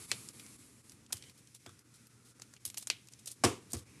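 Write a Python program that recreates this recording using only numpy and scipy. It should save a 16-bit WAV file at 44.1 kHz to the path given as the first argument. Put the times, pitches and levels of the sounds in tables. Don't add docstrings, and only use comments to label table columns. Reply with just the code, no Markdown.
import sys
import numpy as np
from scipy import signal
from scipy.fft import rfft, irfft
from scipy.io import wavfile
from scipy.ndimage import uniform_filter1d

SR = 44100
rng = np.random.default_rng(int(sys.argv[2]) if len(sys.argv) > 2 else 0)


def generate_wav(sig):
    pcm = np.round(np.clip(np.atleast_2d(sig).T, -1, 1) * 32767).astype(np.int16)
    wavfile.write(sys.argv[1], SR, pcm)


N = 176400
T = np.arange(N) / SR

# t/s, level/dB
HISS_LEVEL = [(0, -67.5), (.9, -70), (1.05, -69), (1.2, -64.5), (1.45, -68.5), (1.7, -66), (1.87, -71.5),
              (2.0, -66), (2.2, -70.5), (2.48, -68), (2.95, -67.5), (3.2, -67), (3.65, -66.5), (4, -65.5)]
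ROOM_LEVEL = [(0, -58), (.4, -59.5), (.8, -64.5), (1.3, -62.5), (1.55, -70), (1.75, -67), (2.3, -65.5),
              (3.1, -67), (3.65, -61), (4, -61)]
FINGER_LEVEL = [(0, -51.5), (.07, -52.5), (.19, -53), (.3, -57), (.42, -58), (.55, -58.5), (.65, -62),
                (.75, -68.5), (.92, -63.5), (1.0, -79)]
# f/Hz, relative level/dB
HISS_SPECTRUM = [(880, -38), (1500, -15), (2500, -8.5), (2860, -14), (4410, -11), (4720, -12.5), (5050, -8),
                 (10600, -9.5), (13400, -24), (15000, -48)]
ROOM_SPECTRUM = [(18, -77), (30, -24), (118, -3.5), (174, -9.5), (201, -6.5), (303, -9.5), (380, -14.5),
                 (486, -17.5), (634, -27), (674, -27), (1220, -24.5), (1380, -26), (1910, -26.5),
                 (3470, -34.5), (4000, -35.5), (5200, -43), (8800, -120)]
FINGER_SPECTRUM = [(600, -28), (1200, -4.5), (1600, -15), (2400, -7), (3200, -11.5), (4300, -6),
                   (6000, -7.5), (7500, -2), (9500, -3), (11000, -0.5), (11800, -8), (12500, -17),
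                   (14000, -19)]
SCRAPE_SPECTRUM = [(290, -29), (500, -10.5), (788, -18.5), (1990, -18), (3720, -5), (6030, -4.5),
                   (9250, -0.5), (12100, -11), (14000, -12), (15000, -46)]
CHATTER_SPECTRUM = [(100, -26), (200, -6), (360, -3), (550, -8.5), (720, -1), (880, -12.5), (1120, 2),
                    (1500, -10), (2200, -8.5), (3500, -17.5), (5000, -6.5), (6500, -13.5), (8200, -7),
                    (10000, -16.5), (12000, -25), (15000, -26)]
TAIL_SPECTRUM = [(100, -19), (220, -5.5), (380, 0.5), (600, -17.5), (1150, -11), (1500, -21.5), (2600, -17),
                 (4000, -23), (8000, -22.5), (11000, -29), (15000, -48)]
# f/Hz, relative level/dB, t60/s (time to fade by 60 dB)
DESK_TONES = [(78.5, -15, 0.2), (98.6, -9, 0.25), (121.9, -8.5, 0.21), (232, -7, 0.13), (281, -8.5, 0.21),
              (343.7, -2, 0.15), (361.5, -1, 0.09), (412, -11.5, 0.16), (466.5, -11.5, 0.26),
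              (515, -16.5, 0.28), (702, -5.5, 0.14), (872, -18, 0.11), (1051, -9, 0.091),
              (1158, -6.5, 0.086)]
BLADE_TONES = [(2460, -23, 0.22), (3040, -3, 0.15), (3741, -25, 0.19), (4479, -28, 0.26), (5500, -26, 0.21),
               (6492, -11, 0.067), (6900, -20, 0.36), (7079, -23, 0.17), (7445, -21, 0.19),
               (8100, -22, 0.17), (8280, -14, 0.1), (9184, -13, 0.11), (10100, 2, 0.071), (9700, -26, 0.23)]
# t/s, strength/dB, softness/s
DESK_BLOWS = [(0.115, -53, 0.00043), (1.128, -34.5, 0.0036), (1.662, -47.5, 0.00072), (1.692, -49, 0.0024),
              (2.652, -37, 0.004), (2.901, -53.5, 0.00065), (3.4375, -21.5, 0.000063),
              (3.7321, -31, 0.00096), (3.744, -21.5, 0.0038)]
# t/s, strength/dB, chatter length/s
BLADE_SLAPS = [(3.437, -23, .015), (3.733, -48, 0.025)]
# t/s, hold/s, f/Hz, width/Hz, level/dB, fall/s
BLADE_RINGS = [(0.103, 0.024, 2330, 300, -52, 0.03), (0.115, .008, 485, 149, -48, 0.011),
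               (0.116, 0.0045, 4200, 500, -47, .016), (0.396, 0.077, 2220, 280, -69, 0.028),
               (1.103, .008, 1250, 1180, -58, 0.0033), (1.125, .16, 3080, 300, -68, 0.016),
               (1.226, .07, 2120, 318, -72, 0.014), (1.656, 0.038, 1360, 420, -65, 0.021),
               (1.662, .004, 3420, 260, -61, 0.022), (1.717, .8, 1380, 263, -79, .05),
               (2.563, 0.0088, 2650, 700, -62.5, .004), (2.9, 0.0042, 556, 280, -53.5, 0.0058),
               (2.901, 0.016, 2920, 1580, -52, .042), (3.855, 0.15, 2360, 480, -71, 0.013)]
# t/s, rough length/s, level/dB
BLADE_SCRAPES = [(1.123, 0.0068, -34), (1.154, 0.048, -55), (1.232, 0.14, -65), (1.374, 0.033, -62),
                 (1.544, 0.029, -55), (1.937, 0.052, -63.5), (2.248, 0.11, -64.5), (2.412, 0.019, -60),
                 (2.527, 0.022, -69), (2.649, 0.036, -47.5), (2.683, .016, -56), (2.769, 0.028, -45),
                 (2.806, 0.049, -54.5), (3.119, 0.011, -58.5), (3.189, 0.015, -56.5), (3.27, 0.02, -40),
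                 (3.297, 0.054, -54.5), (3.701, 0.03, -56), (3.74, 0.019, -45.5), (3.769, 0.048, -53)]
# low f/Hz, high f/Hz, gain/dB, short ring/dB, long ring/dB
CLICK_RANGES = [(4700, 8770, -14, -14, -32), (446, 2220, -0.5, -25, -19.5), (2230, 4800, -3, -8.5, -23),
                (8250, 12460, -7.5, -7.5, -23)]
# t/s, hook/dB, body/dB, blade/dB, edge/dB, fall/s
HOOK_CLICKS = [(0.114, -12.5, -35.5, -23, -32, 0.0021), (0.286, -27, -64, -52, -46.5, 0.002),
               (0.395, -40, -66, -48, -46.5, 0.0033), (0.462, -38, -63, -58, -58, 0.0018),
               (0.894, -35.5, -69, -60.5, -54, 0.002), (0.918, -40, -68, -64, -52, 0.0023),
               (1.062, -45, -85, -59.5, -78, 0.0023), (1.127, -17, -42.5, -36.5, -26.5, 0.0018),
               (1.168, -35, -66, -53.5, -47, 0.0016), (1.223, -36.5, -76, -48, -69, 0.0017),
               (1.236, -49, -68, -52, -65, 0.0025), (1.295, -46, -65, -54.5, -55, 0.0032),
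               (1.471, -43, -81, -61.5, -76, 0.002), (1.547, -39.5, -69, -62, -44.5, 0.0013),
               (1.661, -36.5, -49.5, -52, -52.5, 0.0029), (1.691, -43, -63, -57, -58, 0.0017),
               (1.79, -44, -71, -71, -53.5, 0.0026), (2.068, -45.5, -79, -64, -50.5, 0.002),
               (2.396, -39, -56, -67, -71, 0.0022), (2.418, -28.5, -56.5, -48.5, -49, 0.0023),
               (2.536, -38, -55, -59.5, -56, 0.0018), (2.563, -44, -70, -56, -75, 0.002),
               (2.651, -22, -56, -41.5, -24.5, 0.0012), (2.66, -29, -65, -54, -32, 0.0017),
               (2.676, -33, -71, -54, -40, 0.002), (2.699, -31, -62, -48, -41, 0.0023),
               (2.742, -33, -56, -49, -46.5, 0.0029), (2.772, -25, -54, -40.5, -36, 0.0035),
               (2.78, -24, -70, -59, -29.5, 0.0018), (2.797, -36, -83, -54, -54, 0.0017),
               (2.824, -35, -61, -53, -44.5, 0.0035), (2.87, -18.5, -50, -41.5, -35.5, 0.0022),
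               (2.899, -11.5, -38, -21.5, -32, 0.0014), (3.071, -40, -76, -66, -62, 0.0024),
               (3.084, -41, -68, -54.5, -53.5, 0.0023), (3.134, -34.5, -80, -57, -69, 0.0016),
               (3.257, -32, -63, -58, -39.5, 0.0044), (3.314, -31, -68, -66, -37, 0.003),
               (3.718, -35, -68, -72, -40.5, 0.0023), (3.731, -18, -62, -57, -30.5, 0.0028),
               (3.766, -35, -64, -72, -49, 0.002)]


def from_db(db):
    return 10 ** (np.asarray(db) / 20)


def rms_one(x):
    return x / np.sqrt(np.mean(x ** 2) + 1e-20)


def coloured(x, spectrum):
    hz, db = np.transpose(spectrum)
    f = np.maximum(np.fft.rfftfreq(len(x), 1 / SR), 1)
    gain = from_db(np.interp(np.log(f), np.log(hz), db))
    return rms_one(irfft(rfft(x) * gain, len(x)))


def band(x, low, high, order=2):
    return signal.sosfilt(signal.butter(order, [low, high], "band", fs=SR, output="sos"), x)


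def add(out, start, x):
    i = int(start * SR)
    out[i:i + len(x)] += x[:max(N - i, 0)]


def dying(t, t60):
    return np.exp(-np.log(1000) * t / t60)


def ringing(tones, t):
    return sum((-1) ** k * from_db(db) * np.sin(2 * np.pi * hz * t) * dying(t, t60)
               for k, (hz, db, t60) in enumerate(tones))


def stroke(t, hold, rise, fall):
    return np.clip(t / rise, 0, 1) * np.exp(-np.maximum(t - hold, 0) / fall)


def slips(per_s, spread_db):
    contacts = (rng.random(N) < per_s / SR) * rng.choice([-1, 1], N)
    return contacts * from_db(spread_db * np.minimum(rng.exponential(1, N), 4))


def shaped_noise(levels, spectrum):
    gain = from_db(np.interp(T, *np.transpose(levels)))
    return gain * coloured(rng.standard_normal(N), spectrum)


def background(hum_hz=120.8, hum_db=-70.5):
    hiss = shaped_noise(HISS_LEVEL, HISS_SPECTRUM)
    fingers = shaped_noise(FINGER_LEVEL, FINGER_SPECTRUM)
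    room = shaped_noise(ROOM_LEVEL, ROOM_SPECTRUM)
    hum = from_db(hum_db) * np.sqrt(2) * np.sin(2 * np.pi * hum_hz * T)
    first_dip_s, every_s, width_s, dip_db = 0.072, 0.2518, 0.012, -8
    from_dip = (T - first_dip_s + every_s / 2) % every_s - every_s / 2
    dips = from_db(dip_db * np.exp(-(from_dip / width_s) ** 2))
    return (hiss + fingers + room) * dips + hum


def desk_knocks():
    out, ring = np.zeros(N), ringing(DESK_TONES, T[:SR // 2])
    for start, db, softness in DESK_BLOWS:
        r = np.exp(-2 / (softness * SR))
        knock = signal.lfilter([(1 - r) ** 2], [1, -2 * r, r * r], ring)
        add(out, start, from_db(db) * knock)
    return out


def blade_slaps(settle_db_per_s=200):
    out, t = np.zeros(N), T[:SR // 2]
    for start, db, length in BLADE_SLAPS:
        chatter = coloured(slips(per_s=5000, spread_db=2.5)[:len(t)], CHATTER_SPECTRUM)
        chatter *= stroke(t, length, rise=0.001, fall=0.0054)
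        chatter *= from_db(settle_db_per_s * (length / 2 - t))
        tail = from_db(-1.5) * coloured(rng.standard_normal(len(t)), TAIL_SPECTRUM)
        tail *= dying(t, t60=0.28) * np.minimum(t / length, 1)
        ring = from_db(-14.5) * ringing(BLADE_TONES, t)
        ring *= dying(t, t60=1)
        add(out, start, from_db(db) * (chatter + tail + ring))
    return out


def blade_rings():
    out = np.zeros(N)
    for start, hold, hz, width_hz, db, fall in BLADE_RINGS:
        t = T[:int((hold + 6 * fall) * SR)]
        noise = band(rng.standard_normal(N), hz - width_hz / 2, hz + width_hz / 2)
        tone = rms_one(noise[-len(t):])
        add(out, start, from_db(db) * stroke(t, hold, rise=0.003, fall=fall) * tone)
    return out


def blade_scrapes():
    pressure, t = np.zeros(N), T[:SR // 3]
    for start, length, db in BLADE_SCRAPES:
        push = stroke(t, hold=length / 2, rise=0.0028, fall=0.0057 + length * 0.14)
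        add(pressure, start, from_db(db) * push)
    return pressure * coloured(slips(per_s=7000, spread_db=3.5), SCRAPE_SPECTRUM)


def hook_clicks(delay_s=0.001122, rise_s=0.00037):
    out, t = np.zeros(N), T[:SR // 3]
    for start, *levels, fall in HOOK_CLICKS:
        snap = stroke(t, 2 * rise_s, rise_s, fall)
        for db, (low, high, gain_db, short_db, long_db) in zip(levels, CLICK_RANGES):
            steel = rms_one(band(rng.standard_normal(len(t)), low, high))
            crack = band(snap * rng.standard_normal(len(t)), low, high, order=3)
            crack /= np.sqrt(uniform_filter1d(crack ** 2, size=110).max())
            fade = from_db(short_db) * dying(t, t60=0.06) + from_db(long_db) * dying(t, t60=0.23)
            ring = steel * fade * np.minimum(t / (2 * delay_s), 1)
            add(out, start + delay_s, from_db(db + gain_db) * (crack + ring))
    return out


def scene():
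    mix = hook_clicks() + blade_scrapes() + blade_rings() + desk_knocks() + blade_slaps() + background()
    return mix[None]


def record(dry):
    x = signal.sosfilt(signal.butter(4, 58, "high", fs=SR, output="sos"), dry)
    x = signal.sosfilt(signal.butter(7, 13200, fs=SR, output="sos"), x)
    return signal.sosfilt(signal.cheby2(12, 70, 16000, fs=SR, output="sos"), x)


dry = scene()
out = record(dry)
generate_wav(out)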